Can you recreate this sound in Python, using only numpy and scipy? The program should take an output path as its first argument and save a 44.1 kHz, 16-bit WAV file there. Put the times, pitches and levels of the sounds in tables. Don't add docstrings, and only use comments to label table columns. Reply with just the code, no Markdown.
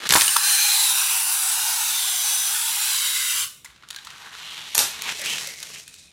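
import sys
import numpy as np
from scipy import signal
from scipy.fft import rfft, irfft
from scipy.io import wavfile

SR = 44100
rng = np.random.default_rng(int(sys.argv[2]) if len(sys.argv) > 2 else 0)


def inscribe(sig):
    pcm = np.round(np.clip(np.atleast_2d(sig).T, -1, 1) * 32767)
    wavfile.write(sys.argv[1], SR, pcm.astype(np.int16))


N = 270244
TIME = np.arange(N) / SR

# f/Hz, relative density level/dB
TICK_COLOUR = [(150, -29), (250, -16), (746, -25), (903, 0), (1690, 4.5), (2470, 6.5), (3810, 10),
               (6410, -4.5), (8910, -11.5), (10400, -13), (15800, -25)]


def from_db(db):
    return np.exp(np.asarray(db) * (np.log(10) / 20))


def rms_one(x):
    return x / np.sqrt(np.mean(x ** 2) + 1e-20)


def in_time(rows):
    s, *columns = np.transpose(rows)
    return [np.interp(TIME, s, c) for c in columns]


def at_hz(points, hz):
    table_hz, values = np.array(points).T
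    return np.interp(np.log(hz + 1), np.log(table_hz), values)


def band(x, low_hz, high_hz, order=3):
    edges_hz = [low_hz, min(high_hz, SR / 2 - 500)]
    return signal.sosfilt(signal.butter(order, edges_hz, "band", fs=SR, output="sos"), x + 1e-18)


def drift(rate):
    knots = rng.standard_normal(2000)
    return np.interp(TIME * rate, np.arange(len(knots)), knots)


def ramp(start_s, length_s):
    return np.clip((TIME - start_s) / max(length_s, 1 / SR), 0, 1)


def hump(middle_s, length_s):
    return np.sin(np.pi * ramp(middle_s - length_s / 2, length_s)) ** 2


def swell(top_s, rise_s, fall_s):
    return np.sin(np.pi / 2 * (ramp(top_s - rise_s, rise_s) + ramp(top_s, fall_s))) ** 2


def dying(start_s, t60):
    return from_db(-60 * np.maximum(TIME - start_s, 0) / t60)


def colour(x, spectrum, size=4096):
    hz = np.arange(size // 2 + 1) * SR / size
    cepstrum = irfft(np.log(from_db(at_hz(spectrum, hz))))
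    cepstrum[1:size // 2] *= 2
    cepstrum[size // 2 + 1:] = 0
    response = irfft(np.exp(rfft(cepstrum)))
    return signal.oaconvolve(x, response / np.linalg.norm(response))[:len(x)]


def resonance(x, hz, width_hz):
    r = np.exp(-np.pi * width_hz / SR)
    numerator = np.array([1, 0, -1]) * (1 - r * r) / 2
    denominator = [1, -2 * r * np.cos(2 * np.pi * hz / SR), r * r]
    return signal.lfilter(numerator, denominator, x)


def contacts(per_s, spread_db):
    size_db = spread_db * np.minimum(rng.exponential(1, N), 4)
    sizes = from_db(size_db) * rng.choice([-1, 1], N)
    return rms_one(sizes * (rng.random(N) < per_s / SR))


def shaken(strength, hz, width_hz):
    out, on = np.zeros(N), strength > 0
    noise = rng.standard_normal((2, N), dtype=np.float32)[:, on]
    wobble = signal.sosfilt(signal.butter(2, width_hz / 2, fs=SR, output="sos"), noise)
    pitch_hz = np.broadcast_to(hz, N)
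    phase = 2 * np.pi * np.cumsum(pitch_hz[on]) / SR
    out[on] = strength[on] * rms_one(wobble[0] * np.cos(phase) + wobble[1] * np.sin(phase))
    return out


def rattle(per_s, t60, spectrum):
    touches = np.abs(contacts(per_s, spread_db=8.0)) + 1e-18
    envelope = signal.lfilter([1], [1, -from_db(-60 / (t60 * SR))], touches)
    return rms_one(colour(envelope * rng.standard_normal(N), spectrum))


def knocks(rows, spectrum, crack_db, yield_s, size=8192):
    out, t = np.zeros(N + size), TIME[:size]
    bands_hz = (40, 1500), (1500, 7000), (7000, 17000)
    for s, level_db, bass_db, treble_db, t60 in rows:
        ring = colour(rng.standard_normal(2 * size), spectrum)
        bass, body, treble = [rms_one(band(ring, *edges)[size:]) for edges in bands_hz]
        tail = from_db(level_db - 60 * t / max(t60, .003))
        crack = from_db(level_db + crack_db - 60 * t / 0.0036)
        blow = from_db(bass_db) * bass * tail
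        blow += (body + from_db(treble_db) * treble) * (tail + crack)
        at = max(round(s * SR), 0)
        out[at:at + size] += blow * (1 - np.exp(-t / yield_s))
    return out[:N]


def room(x, wet_db):
    # f/Hz, t60/s
    room_t60 = [(150, 0.54), (530, 0.19), (1400, 0.43), (3700, 0.39), (9700, 0.35), (15000, 0.27)]
    t, tail = TIME[:SR * 3 // 4], 0
    edges = np.geomspace(60, 17000, 9)
    for low, high in zip(edges, edges[1:]):
        decay = from_db(-60 * t / at_hz(room_t60, np.sqrt(low * high)))
        tail = tail + band(rng.standard_normal(len(t)), low, high) * decay
    tail = tail * (1 - np.exp(-(t / 0.0036) ** 2))
    return x + from_db(wet_db) * signal.oaconvolve(x, tail / np.linalg.norm(tail))[:N]


def background():
    # f/Hz, relative density level/dB
    floor_colour = [(25, 0.5), (154, 18), (709, -23), (978, 0.5), (1910, -9), (2070, 7.5), (3830, 7),
                    (5420, -27), (10000, -28), (12400, -26), (15000, -63)]
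    # f/Hz, relative density level/dB
    hum_colour = [(22, -24), (36, -6), (64, 6), (86, 4.5), (119, -6), (149, 4), (173, -4), (414, -8.5),
                  (810, -12), (1360, -120)]
    floor = from_db(-61.5) * colour(rng.standard_normal(N), floor_colour)
    return floor + from_db(-62) * colour(rng.standard_normal(N), hum_colour)


def wheels():
    # t/s, ratio to its speed at the foot of the ramp
    speed_curve = [(3.66, 0.16), (3.82, 0.075), (4.47, 0.76), (4.75, 1.02), (4.85, 1.17), (5.45, 1.78),
                   (5.55, 0.6), (5.77, 0.75), (5.85, 0.15), (5.94, 0.17), (6.12, 0.053)]
    # f/Hz, relative density level/dB
    roll_colour = [(110, -18), (160, -3), (250, -12), (450, -7), (700, -11), (950, -8), (1600, -3),
                   (2900, 1.5), (4050, 2), (4600, -2.5), (7000, -8), (12600, -18.5), (15800, -31)]
    # f/Hz, width/Hz, relative level/dB
    track_modes = [(880, 28, -19), (1404, 300, -27), (1920, 180, -9), (5800, 220, -6)]
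    # f/Hz, width/Hz, relative level/dB
    chassis_modes = [(2500, 160, -3), (3850, 600, -1), (8950, 450, -5)]
    # strongest t/s, length/s, f/Hz, width/Hz, relative level/dB
    scrapes = [(5.05, .22, 998, 260, -10.5), (5.225, .08, 2050, 600, -2), (5.57, 0.35, 2110, 260, -5.5),
               (5.76, .16, 2600, 900, -3.5)]
    # strongest t/s, rise/s, fall/s, extra level/dB, f/Hz, width/Hz, relative resonance level/dB
    bends = [(4.49, .22, 0.36, 1.5, 3350, 900, -1), (5.091, .09, 0.063, 6, 2390, 1480, -1),
             (5.275, 0.0551, 0.19, 4, 2850, 800, 2.5)]

    speed, = in_time(speed_curve)
    released = TIME > speed_curve[0][0]
    near = ramp(5.01, 0.27)
    run_out = ramp(5.8, 0.097)
    hollow_db = -5 * ramp(4.26, 0.44)
    bass_far_db, bass_near_db, treble_far_db, treble_near_db = -20.5, -14.5, -3.5, 2
    entry_bass_db = 10.5
    bass_db = entry_bass_db * ~released + bass_far_db + (bass_near_db - bass_far_db) * near
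    treble_db = treble_far_db + (treble_near_db - treble_far_db) * near

    bumps = contacts(per_s=1600, spread_db=2.0) * from_db(1.7 * drift(rate=140))
    rung = bumps
    for hz, width_hz, mode_db in track_modes:
        rung = rung + from_db(mode_db - 9.0) * resonance(bumps, hz, width_hz)
    rung = room(colour(rung, roll_colour), wet_db=-6.5)
    flex_db = 2.0 * drift(rate=34)
    sound = from_db(2.0) * rms_one(band(rung, 1433, 5330))
    sound += from_db(hollow_db + flex_db) * rms_one(band(rung, 774, 1814))
    sound += from_db(bass_db + flex_db) * rms_one(band(rung, 85, 920))
    sound += from_db(treble_db) * rms_one(band(rung, 4400, 15700))

    for hz, width_hz, mode_db in chassis_modes:
        sound += shaken(run_out * from_db(mode_db + 2.5 * drift(rate=25)), hz, width_hz)
    sound += run_out * from_db(-2.5 + 3.3 * drift(rate=47)) * rms_one(band(bumps, 3800, 9200))
    for s, length_s, hz, width_hz, scrape_db in scrapes:
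        sound += shaken(from_db(scrape_db) * hump(s, length_s), hz, width_hz)
    grain_db = np.tanh(drift(rate=240))
    for s, rise_s, fall_s, extra_db, hz, width_hz, ring_db in bends:
        load = swell(s, rise_s, fall_s)
        singing = shaken(load * from_db(ring_db), hz, width_hz)
        sound = (sound + singing) * from_db((extra_db + grain_db) * load)

    entry = from_db(-29) * swell(0.069, rise_s=0.1, fall_s=0.012)
    rolling = released * speed * from_db(-37.5)
    axles = from_db(-52) * np.sqrt(np.abs(speed)) * rattle(per_s=290, t60=0.011, spectrum=TICK_COLOUR)
    return sound * (entry + rolling) + released * axles


def car_knocks():
    # t/s, relative level/dB, bass/dB, treble/dB, t60/s
    ticks = [(0.054, -21.5, -2, -11, 0.056), (0.0685, -16, -12, -5, 0.034),
             (3.646, -31.5, -6.5, 1.5, 0.048), (3.658, -35, -3.5, -2, 0.015),
             (3.824, -36, -5.5, -14, 0.019), (3.833, -41, 2.5, -20, 0.055), (3.8872, -25.5, -22, -2, 0.01),
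             (3.9035, -24.5, -16, -4, 0.023), (3.9073, -12, -11, -5, 0.0091), (3.929, -28, -20, -10, .012),
             (3.946, -24, -20, -7, .012), (3.9615, -20.5, -20, -6, 0.019), (3.986, -26, -16, -16, 0.018),
             (4.048, -34.5, -22, 1, 0.036), (4.0702, -23.5, -3.5, -11, 0.019), (4.074, -28, -4, -12, 0.014),
             (4.1033, -25.5, -7.5, -9, 0.019), (4.111, -28, -14, -11, 0.01), (5.0205, -17, -11, 4, 0.012),
             (5.09, -16, 0, -14, 0.017), (5.194, -22.5, -19, 2, 0.019), (5.2155, -18, -20, 3, .014),
             (5.2592, -12.5, -31, 1, 0.011), (5.298, -13, -26, -3, .011), (5.3832, -12, -28, -4, 0.0086),
             (5.472, -24.5, -23, 6, 0.022), (5.6022, -26.5, -20, 5, 0.011), (5.628, -21.5, -28, 1.5, 0.019),
             (5.878, -30.5, -32, 2, 0.019), (5.94, -34.5, -30, 2.5, 0.021)]
    return room(from_db(-2.5) * knocks(ticks, TICK_COLOUR, crack_db=-16, yield_s=0.00055), wet_db=-9.5)


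def latch():
    # t/s, relative level/dB, bass/dB, treble/dB, t60/s
    clacks = [(0.0912, -4.5, -16, -1, .009), (0.0975, -13, -4, -9, 0.032), (0.1057, -3.5, -11, -9.5, 0.026),
              (0.1125, -8.5, -11, -11.5, 0.013), (0.1206, -9, 0.5, -5, 0.016), (0.1232, -5, -1.5, 3, 0.019),
              (0.1368, -3, -9, -6, 0.025), (0.1455, -8, -5, 8, 0.0078), (0.154, -6.5, 8, -5, 0.0093),
              (0.1585, -5, -5, -7, 0.023), (0.163, -13.5, 2.5, -1.5, 0.015), (0.170, -8, -0.5, -3, 0.014),
              (0.1835, -7, -11.5, 1, 0.0081), (0.2098, -4, -29, -10, 0.013), (0.2175, -7, -8, -3, 0.023),
              (0.229, -16, -23, -9, 0.0087), (0.2794, -9.5, -11, -2, 0.016),
              (0.3635, -9.5, -13, 0.5, 0.021), (0.3665, -4.5, -39, 2.5, 0.011)]
    # f/Hz, relative density level/dB
    clack_colour = [(45, -19), (140, -10.5), (270, -20.5), (370, -1.5), (520, -8), (750, -8.5), (1000, 0),
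                    (1700, 6), (3400, 10), (5500, 7), (12700, 3), (15800, -16)]
    clatter = from_db(-21) * hump(0.162, 0.076) * rattle(per_s=240, t60=.012, spectrum=clack_colour)
    boom = shaken(from_db(-19.5) * hump(.165, 0.054), hz=963, width_hz=280)
    blows = from_db(-1) * knocks(clacks, clack_colour, crack_db=-12.0, yield_s=0.0004)
    return room(blows + clatter + boom, wet_db=-10.0)


def thuds():
    # t/s, relative level/dB,
    # f/Hz, t60/s
    thud_rows = [(0.103, -12, 177, 0.035), (0.122, -22, 80, 0.091), (0.139, -24, 140, 0.045),
                 (.163, -20.5, 352, 0.046), (.167, -16, 967, .045), (0.279, -10.5, 2900, 0.023),
                 (.291, -11.5, 2940, 0.027), (0.3625, -4, 1170, 0.025), (0.3645, -6, 960, 0.021),
                 (0.365, -1.5, 1370, 0.013), (3.659, -24.5, 2040, 0.016), (3.413, -47, 103.7, 0.29),
                 (3.965, -31.5, 1615, 0.071), (3.986, -30, 3820, 0.027), (4.78, -23, 137, 0.036),
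                 (5.147, -35.5, 430, 0.056), (5.194, -35, 612, 0.069), (5.216, -32, 560, 0.055),
                 (5.473, -36, 545, 0.072)]
    out, t = np.zeros(N), TIME[:SR // 3]
    for s, level_db, hz, t60 in thud_rows:
        at = round(s * SR)
        envelope = from_db(level_db - 60 * t / t60) * (1 - np.exp(-.8 * t * hz))
        out[at:at + len(t)] += envelope * np.sin(2 * np.pi * hz * t)
    return room(out, wet_db=-13)


LIFT_START_S, LIFT_STOP_S = 0.12, 3.438


def moving_paths(x, count=12):
    share, stretch_per_s = .18, .06
    lags_s = rng.uniform(.0005, .0034, count)
    oversampling = 4
    fine, index = signal.resample_poly(x, oversampling, 1), np.arange(N) * oversampling
    out = x
    for lag_s in lags_s:
        lag = (lag_s * (1 + stretch_per_s * TIME) * SR * oversampling).astype(int)
        out = out + share * drift(rate=10) * fine[index - lag]
    return out


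def moving_high_pass(x, edge_hz, size=2048):
    out, state = np.zeros(N), np.zeros((5, 2))
    for i in range(0, N, size):
        sos = signal.butter(10, edge_hz[i], "high", fs=SR, output="sos")
        out[i:i + size], state = signal.sosfilt(sos, x[i:i + size], zi=state)
    return out


def housing(edge_hz):
    # f/Hz, width/Hz, relative level at mid climb/dB, growth/(dB/s)
    steady_modes = [(1471, 120, -25.5, 4.5), (2950, 320, -31, 12), (7320, 1200, -21, -0.5),
                    (10290, 2200, -7.5, 0), (13900, 1550, -11.5, 0)]
    # strongest t/s, length/s, f/Hz, glide/(Hz/s), width/Hz, relative level/dB
    passing_modes = [(0.45, 0.8, 1660, -100, 300, -12.5), (0.293, 0.38, 9020, -500, 520, -1),
                     (0.52, .3, 8980, 4, 620, -4), (0.597, 0.5, 6240, 304, 500, -7.5),
                     (.62, 0.6, 2443, 199, 200, -11.5), (.6, 0.7, 4150, -1.5, 180, -6),
                     (0.84, .75, 3950, -800, 350, -6.5), (0.84, .4, 10150, 1215, 660, -8),
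                     (0.8, .35, 7280, -300, 350, -12), (1.099, 0.75, 2700, 201.5, 350, -10.5),
                     (1.1, .7, 5880, 699, 340, -14), (1.28, .42, 9250, -300, 190, -9.5),
                     (1.465, .55, 10080, -5, 290, -7.5), (1.481, 0.27, 8130, 388, 450, -5.5),
                     (1.67, .8, 891, 0, 137, -16), (2.02, .7, 3560, -900, 360, -9),
                     (1.85, 1.1, 6300, -300, 370, -10), (2.33, .5, 3850, -300, 160, -11),
                     (2.333, 0.702, 6080, -450, 300, -4.5), (2.349, 0.704, 8850, -1100, 550, -8),
                     (2.45, 1.5, 3390, -29.5, 120, -13), (2.55, .7, 10340, 5, 430, -10.5),
                     (3.08, .75, 3850, -300, 170, -8), (3.205, 0.6, 2064, -150, 167, -12),
                     (4.5, 0.43, 9300, -200, 350, -9)]
    climb_s = TIME - (LIFT_START_S + LIFT_STOP_S) / 2
    running = 1 - ramp(LIFT_STOP_S, 0.47)
    out = shaken(running * from_db(-24 - 3.5 * climb_s), edge_hz, width_hz=47)
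    for hz, width_hz, mode_db, growth in steady_modes:
        wander_db = 2 * min(140 / width_hz, 1) * np.tanh(drift(rate=6.6))
        out += shaken(running * from_db(mode_db + growth * climb_s + wander_db), hz, width_hz)
    for s, length_s, hz, glide, width_hz, swell_db in passing_modes:
        out += shaken(from_db(swell_db) * hump(s, length_s), hz + glide * (TIME - s), width_hz)
    return out


def lift():
    # t/s, relative level/dB, relative level of the presence band 2-5 kHz/dB
    whirr = [(0.39, -23, -5.5), (0.47, -19.5, -4.5), (0.81, -19, -5), (1.25, -21, -10), (1.45, -21, -6.5),
             (1.57, -22, -6), (2.11, -22.5, -4.5), (2.51, -23, -6.5), (2.95, -23, -2.5),
             (3.42, -23.5, -5.5)]
    # t/s, f/Hz
    whirr_edge = [(.2, 832), (.7, 807), (1.3, 773), (1.7, 745), (2.2, 757), (2.8, 820), (3.2, 1000),
                  (3.5, 994)]
    # f/Hz, relative density level/dB
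    whirr_colour = [(600, -8), (900, -1), (1200, -2.5), (1550, -.5), (1880, -5.5), (2500, -1.5),
                    (3900, 1.5), (4400, -2.5), (5150, -3.5), (5900, .5), (6700, -2), (7400, 1.5),
                    (8200, -1), (9000, 2), (10400, 1.5), (12000, -3.5), (14000, -2.5), (15800, -7)]
    level_db, presence_db = in_time(whirr)
    edge_hz, = in_time(whirr_edge)
    teeth = moving_paths(colour(contacts(per_s=12000, spread_db=0.0), whirr_colour))
    bands_hz = (500, 2000), (2000, 5000), (5000, 8000), (8000, 19000)
    low, presence, high, treble = [rms_one(band(teeth, *edges)) for edges in bands_hz]
    high_db = -3 + 0.43 * (presence_db - presence_db.mean())
    treble_db = -4.3 - 3.6 * ramp(2.92, 0.61)
    sound = from_db(-13.5) * low + from_db(presence_db - 0.5) * presence
    sound += from_db(high_db) * high + from_db(treble_db) * treble
    sound = moving_high_pass(sound + housing(edge_hz), edge_hz)
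    sound += from_db(-42.5) * rms_one(band(rng.standard_normal(N), 300, 1020))
    stopping = np.maximum(dying(LIFT_STOP_S, t60=0.23), from_db(-7.5) * dying(LIFT_STOP_S, t60=0.47))
    running = ramp(LIFT_START_S, 0.039) * stopping
    surge_db = 7 * np.exp(-np.maximum(TIME - LIFT_START_S, 0) / 0.12)
    flutter_db = 0.46 * drift(rate=260) + 0.54 * drift(rate=32)
    return sound * running * from_db(level_db + surge_db + flutter_db)


def booster():
    # t/s, relative level/dB, bass/dB, treble/dB, t60/s
    snaps = [(4.7483, -19.5, -15, 3, 0.018), (4.752, -12, -13, -1.5, 0.012), (4.7715, -24.5, 2, -9, 0.016),
             (4.7793, -8, -12.5, 3.5, 0.011), (4.7902, -7.5, -17, -7, 0.011), (4.805, -18.5, -7, 0, .01)]
    # f/Hz, relative density level/dB
    snap_colour = [(45, -33), (170, -23), (250, -31), (340, -4.5), (480, -6), (800, 2.5), (1400, -1.5),
                   (2300, -3.5), (4200, 0.5), (7000, 0.5), (13000, -3.5), (15800, -28)]
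    shudder_s = 4.792
    shudder = from_db(-17.5) * colour(contacts(per_s=3600, spread_db=3.5), snap_colour)
    shudder *= dying(shudder_s, t60=0.24) * (TIME > shudder_s)
    blows = from_db(1.5) * knocks(snaps, snap_colour, crack_db=-0.5, yield_s=0.00029)
    return room(blows + shudder, wet_db=-3)


def scene():
    mix = background() + wheels() + car_knocks() + latch() + thuds() + lift() + booster()
    return np.tile(mix, (2, 1))


def record(dry):
    rounded = 1.005 * np.tanh(dry / 1.165)
    rounded = signal.sosfilt(signal.butter(2, 46, "high", fs=SR, output="sos"), rounded)
    cutoff_hz = 15900
    return signal.sosfilt(signal.ellip(12, .1, 100, cutoff_hz, fs=SR, output="sos"), rounded)


dry = scene()
out = record(dry)
inscribe(out)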